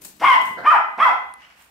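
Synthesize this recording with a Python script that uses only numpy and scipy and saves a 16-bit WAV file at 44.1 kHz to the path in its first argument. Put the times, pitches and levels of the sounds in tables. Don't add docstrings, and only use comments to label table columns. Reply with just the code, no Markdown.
import sys
import numpy as np
from scipy import signal
from scipy.fft import rfft, irfft
from scipy.io import wavfile
from scipy.ndimage import uniform_filter1d, minimum_filter1d

SR = 44100
rng = np.random.default_rng(int(sys.argv[2]) if len(sys.argv) > 2 else 0)


def dump_mix(stems):
    frames = np.atleast_2d(stems).T
    limited = np.clip(frames, -1, 1)
    pcm = np.round(limited * 32767).astype(np.int16)
    wavfile.write(sys.argv[1], SR, pcm)


N = 74970

# time_s, pitch_hz, level_db, roughness (0-1), mouth_open_db
BARK_SHAPES = [
    [(.204, 300, -51.5, 0.37, 9.5), (.217, 344.5, -25, 1, -26), (.228, 441.8, -19.5, 0.53, 4.5),
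     (.24, 499.5, -10.5, 0.26, -4), (.251, 591, -4.5, 0.48, 4.5), (.258, 530, -18, 0.31, 24),
     (.276, 543.3, -16, 0.54, 20), (.292, 534.4, -1.5, 0.07, 2), (.312, 509.9, -8.5, 0.12, -3),
     (.334, 494, -12.5, 0.25, 10.5), (.356, 431.8, -21.5, 0.5, 0.5)],
    [(.636, 219.1, -35, 0.65, -5.5), (.648, 325.8, -27.5, 0.81, 1.5), (.657, 489.4, -15.5, 0.05, 1.5),
     (.667, 596, -11, 0.16, 7.5), (.682, 613.6, -4, 0, -9), (.702, 616.8, -15, 0.05, 17.5),
     (.719, 685.7, -5.5, 0.37, -16), (.726, 522, -10, 0.01, -6), (.742, 470.8, -10.5, 0.29, -5.5),
     (.757, 417.9, -13.5, 0.27, -5), (.776, 335.2, -27, 0.1, 7.5)],
    [(.975, 220.7, -46.5, 0.53, -0.5), (.985, 288.4, -25.5, 0.88, -7), (.996, 467.3, -23.5, 0.66, 7.5),
     (1.005, 559.6, -11, 0.37, 4.5), (1.018, 614.4, -11.5, 0.19, 6.5), (1.032, 662.8, -6.5, 0.04, 8.5),
     (1.045, 663.6, -14.5, 0.11, 15), (1.052, 523, -16, 0.28, 1), (1.068, 513.7, -8, 0.14, -8),
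     (1.084, 424.2, -16.5, 0.23, -15.5), (1.11, 350.9, -22.5, 0.3, 2)],
]
# pan_db, odd_harmonics_db, hiss_db, mouth_pan_db
BARK_VOICES = [(1.9, -7, -30.5, 3), (0.6, -3, -36.5, 0), (-2.2, -0.5, -37, 7)]
# centre_hz, width_hz, level_db
THROAT_PEAKS = [(1143, 283, -0.5), (1574, 400, -23)]
# centre_hz, width_hz, level_db
MOUTH_PEAKS = [
    [(2068, 420, -14), (2640, 1200, -31), (3055, 380, -22)],
    [(1620, 660, -14.5), (2366, 580, -19.5), (3038, 134, -19.5)],
    [(2058, 157, -13), (2338, 840, -26), (3249, 120, -23)],
]
# frequency_hz, level_db
THROAT_FLOOR = [(100, -55.5), (300, -46), (520, -36.5), (750, -12), (1600, -16), (3300, -40.5),
                (4200, -50.5), (6000, -78)]
# frequency_hz, level_db
TEETH_HISS = [(100, -34), (300, -15.5), (1000, 6.5), (3400, 9.5), (4200, 3.5), (5400, 5), (6600, -4.5),
              (8800, -2.5), (10500, -7.5), (13000, -6.5), (16000, -31.5)]
# start_s, pitch_hz, grunt_db, puff_db
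OPENING_GRUNTS = [(0.197, 320, -44, -43.5), (0.218, 220, -38, -49), (.635, 212.3, -40.5, -62.5),
                  (.974, 214.8, -38.5, -54)]

# peak_s, rise_s, decay_s, level_db, pan_db
GRUFF_SWELLS = [(0.598, 0.023, 0.03, -29.5, -3)]
PAW_SCUFFS = [(0.022, 0.0084, 0.028, -43.5, 4), (.053, 0.0096, 0.011, -34.5, 3.5),
              (0.086, 0.0077, 0.015, -60, -5.5), (.166, 0.0037, 0.0047, -62, 17.5),
              (.3, 0.14, 0.13, -55.5, 12), (.42, 0.015, 0.017, -47, 6), (0.459, 0.011, 0.023, -45.5, 8),
              (0.493, 0.02, 0.016, -50, -2), (1.626, .05, 0.036, -55, 2.5)]
LOW_THUMPS = [(.04, .04, 0.11, -52, -1.5), (0.228, .015, 0.025, -42.5, 1.5),
              (0.421, 0.027, 0.11, -47.5, 4.5), (.52, .018, 0.026, -45.5, -3),
              (0.601, 0.027, 0.033, -46.5, 0)]
THIN_RUSTLES = [(1.425, 0.038, 0.059, -50, -2), (1.509, 0.0092, 0.02, -53, 1),
                (1.6, 0.036, 0.043, -52, -2.5)]
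# frequency_hz, level_db
GRUFF_NOISE = [(100, -34.5), (280, -8.5), (420, -5), (650, 3), (1100, -10), (1550, 5.5), (2300, -29),
               (3200, -36.5), (4100, -20.5), (6000, -38), (16000, -42)]
SCUFF_NOISE = [(60, -7), (150, -5.5), (400, -12), (800, 0), (1300, -8.5), (2100, -2), (3500, -5),
               (6000, -2.5), (9000, 3), (11000, -5), (13500, 2.5), (16000, -7.5)]
THUMP_NOISE = [(33, -35), (70, -13.5), (135, -3.5), (190, 2), (300, 1.5), (600, -15), (2000, -54.5),
               (16000, -74.5)]
RUSTLE_NOISE = [(200, -34), (800, 3.5), (1500, 5), (2100, 3.5), (2850, 3), (3700, -7), (5500, -7.5),
                (8000, -20), (16000, -36.5)]
TICK_NOISE = [(200, 7), (1000, -18), (4000, -13), (7500, -14), (8400, -14), (9200, 11), (10000, -17),
              (10900, 3), (12000, -16), (16000, -20)]
HUSH_NOISE = [(33, -31), (44, -8), (64, 1), (100, -11), (200, -4.5), (400, -12), (1000, -8), (2500, -11.5),
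              (5000, -22.5), (10000, -22), (16000, -26.5)]

# frequency_hz, fade_s
ROOM_FADE = [(100, 0.87), (500, .5), (1100, 0.46), (2100, 0.49), (4000, 0.54), (9000, 0.25), (16000, .3)]
# pitch_hz, fade_s (to fall 60 dB), level_db
ROOM_NOTES = [(2011.6, 0.73, -20), (3260, 0.36, -29)]

VOICE_WOBBLE_HZ = 222
ALIKE_BELOW_HZ = 700


def bark(t, shape, mouth_peaks, pan_db, odd_db, hiss_db, mouth_pan_db):
    pitch_shake, level_shake, growl_depth = 0.062, 0.26, 0.98
    rasp_db, breath_db, mouth_rasp_db = -4, -33.5, 6
    times, *columns = np.array(shape, float).T
    pitch, level_db, roughness, open_db = (np.interp(t, times, column) for column in columns)
    jaw = (pitch / 543.5) ** 0.69
    phase = phase_of(pitch * (1 + pitch_shake * roughness * wobble(VOICE_WOBBLE_HZ)))
    throat_tone, mouth_tone, power = 0, 0, 0
    for harmonic in range(1, 9):
        weight = undb(odd_db * (harmonic % 2))
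        throat_gain = weight * throat(harmonic * pitch, jaw)
        mouth_gain = weight * undb(open_db) * resonate(mouth_peaks, harmonic * pitch)
        waver = max(harmonic - 2, 0) * (0.033 + 0.25 * roughness) * wobble(130)
        wave = np.sin(harmonic * phase + waver)
        throat_tone += throat_gain * wave
        mouth_tone += mouth_gain * wave
        power += (throat_gain + mouth_gain) ** 2 / 2
    growl = growl_depth * np.sin(phase / 2)
    shake = 1 + roughness * (level_shake * wobble(VOICE_WOBBLE_HZ) + growl)
    tone = (throat_tone + pan(mouth_pan_db) * mouth_tone) / np.sqrt(power) * shake

    hz = np.fft.rfftfreq(N, 1 / SR)
    air = rfft(rng.standard_normal(N) * (1 + np.cos(phase)))
    throat_air = irfft(air * throat(hz, jaw=0.9), N)
    mouth_air = irfft(air * resonate(mouth_peaks, hz), N) * undb(mouth_rasp_db + open_db / 2)
    rasp = (throat_air + mouth_air) / np.std(throat_air) * (undb(rasp_db) * roughness + undb(breath_db))
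    hiss = pan(2 * mouth_pan_db) * coloured_noise(TEETH_HISS) * undb(hiss_db + 0.67 * level_db)
    attack_s, release_s = 0.0013, 0.019
    fade = np.exp(-np.maximum(times[0] - t, 0) / attack_s - np.maximum(t - times[-1], 0) / release_s)
    return pan(pan_db) * ((tone + rasp) * undb(level_db) + hiss) * fade


def throat(hz, jaw):
    return resonate(THROAT_PEAKS, hz / jaw) + undb(read_curve(THROAT_FLOOR, hz))


def resonate(peaks, hz):
    return sum(undb(db) / (1 + (2 * (hz - centre) / width) ** 2) ** 1.5 for centre, width, db in peaks)


def grunts(t):
    rise_hz_per_s, attack_s, decay_s = 4500, 0.002, 0.027
    out = 0
    for start_s, pitch_hz, grunt_db, puff_db in OPENING_GRUNTS:
        age = np.maximum(t - start_s, 0)
        pitch = (pitch_hz + rise_hz_per_s * age) * (1 + 0.3 * wobble(VOICE_WOBBLE_HZ))
        swell = 2 * (1 - np.exp(-age / attack_s)) * np.exp(-age / decay_s)
        tone = undb(grunt_db) * np.sin(phase_of(pitch))
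        out += swell * (tone + undb(puff_db) * coloured_noise(TEETH_HISS))
    return out


def noise_swells(t, events, colour):
    swells = 0
    for peak_s, rise_s, decay_s, level_db, pan_db in events:
        swell = np.exp(-(np.minimum(t - peak_s, 0) / rise_s) ** 2 - np.maximum(t - peak_s, 0) / decay_s)
        swells += pan(pan_db) * undb(level_db) * swell
    grain = undb(3.1 * wobble(230))
    return swells * grain * stereo_noise(colour)


def tick(t, peak_s=1.3395, width_s=0.00078, level_db=-35.5):
    return undb(level_db) * coloured_noise(TICK_NOISE) * np.exp(-((t - peak_s) / width_s) ** 2)


def squeak(t, peak_s=1.438, width_s=0.026, pitch_hz=2900, rise_hz_per_s=6000):
    age = t - peak_s
    pitch = (pitch_hz + rise_hz_per_s * age) * (1 + 0.032 * wobble(410))
    return undb(-48) * np.exp(-(age / width_s) ** 2) * np.sin(phase_of(pitch))


def room_echo(t, gap_s=0.0013, build_s=0.006):
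    hz = np.fft.rfftfreq(N, 1 / SR)
    shared, apart = rfft(rng.standard_normal((2, N)))
    spectrum = left_right(shared, apart, alike=np.exp(-(hz / ALIKE_BELOW_HZ) ** 2))
    build = 1 - np.exp(-np.maximum(t - gap_s, 0) / build_s)
    centres = np.geomspace(100, 16000, 40)
    out = 0
    for centre_hz, only_this_band in zip(centres, np.eye(len(centres))):
        band = np.interp(hz, centres, only_this_band)
        fade = np.exp(-np.log(1000) * t / read_curve(ROOM_FADE, centre_hz))
        tail = irfft(spectrum * band, N) * build * fade
        out += tail * np.sqrt(np.mean(band ** 2) / np.sum(tail ** 2, axis=1, keepdims=True))
    return out


def room_ringing(t):
    out = 0
    for pitch_hz, fade_s, level_db in ROOM_NOTES:
        note = np.sin(2 * np.pi * (pitch_hz * t + rng.random((2, 1))))
        fade = np.exp(-np.log(1000) * t / fade_s)
        out += undb(level_db) * normalise(note * fade) / np.sqrt(N)
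    return out


def hush(level_db=-59.5):
    return undb(level_db) * stereo_noise(HUSH_NOISE)


def undb(db):
    return 10 ** (np.asarray(db) / 20)


def normalise(x):
    return x / np.sqrt(np.mean(x ** 2))


def pan(db):
    return undb(np.array([[db], [-db]]) / 2)


def phase_of(pitch_hz):
    return 2 * np.pi * np.cumsum(pitch_hz) / SR


def read_curve(points, hz):
    frequencies, values = np.array(points, float).T
    return np.interp(np.log(np.maximum(hz, 1)), np.log(frequencies), values)


def noise(gain):
    return normalise(irfft(rfft(rng.standard_normal(N)) * gain(np.fft.rfftfreq(N, 1 / SR)), N))


def wobble(rate_hz):
    return noise(lambda hz: 1 / (1 + (hz / rate_hz) ** 4))


def coloured_noise(colour):
    return noise(lambda hz: undb(read_curve(colour, hz)))


def left_right(shared, apart, alike):
    return shared * np.sqrt(1 + alike) + apart * np.sqrt(1 - alike) * np.array([[1], [-1]])


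def stereo_noise(colour):
    hz = np.fft.rfftfreq(N, 1 / SR)
    alike = 0.1 + 0.8 * np.exp(-(hz / ALIKE_BELOW_HZ) ** 2)
    shared, apart = rfft(coloured_noise(colour)), rfft(coloured_noise(colour))
    return normalise(irfft(left_right(shared, apart, alike), N))


def scene():
    direct_db, dog_echo_db, small_echo_db = -3.5, -2, -5
    low_cut_hz = 188
    t = np.arange(N) / SR
    room = room_echo(t) + room_ringing(t)
    dogs = grunts(t)
    for shape, mouth_peaks, voice in zip(BARK_SHAPES, MOUTH_PEAKS, BARK_VOICES):
        dogs = dogs + bark(t, shape, mouth_peaks, *voice)
    dogs = signal.sosfilt(signal.butter(4, low_cut_hz, "highpass", fs=SR, output="sos"), dogs)
    scuffs = noise_swells(t, PAW_SCUFFS, SCUFF_NOISE)
    thumps = noise_swells(t, LOW_THUMPS, THUMP_NOISE)
    gruff = noise_swells(t, GRUFF_SWELLS, GRUFF_NOISE)
    rustles = noise_swells(t, THIN_RUSTLES, RUSTLE_NOISE)
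    small_sounds = scuffs + thumps + gruff + rustles + squeak(t)
    into_room = undb(dog_echo_db) * dogs + undb(small_echo_db) * small_sounds
    echo = signal.fftconvolve(into_room, room, axes=1)[:, :N]
    return undb(direct_db) * (dogs + small_sounds) + echo + tick(t) + hush()


def record(dry):
    ceiling_db, smooth_s, top_hz = -2, 0.004, 15700
    window = int(smooth_s * SR)
    gain = np.minimum(1, undb(ceiling_db) / (np.abs(dry).max(axis=0) + 1e-9))
    gain = uniform_filter1d(minimum_filter1d(gain, window), window)
    return signal.sosfilt(signal.ellip(10, 0.2, 70, top_hz, fs=SR, output="sos"), dry * gain)


dry = scene()
out = record(dry)
dump_mix(out)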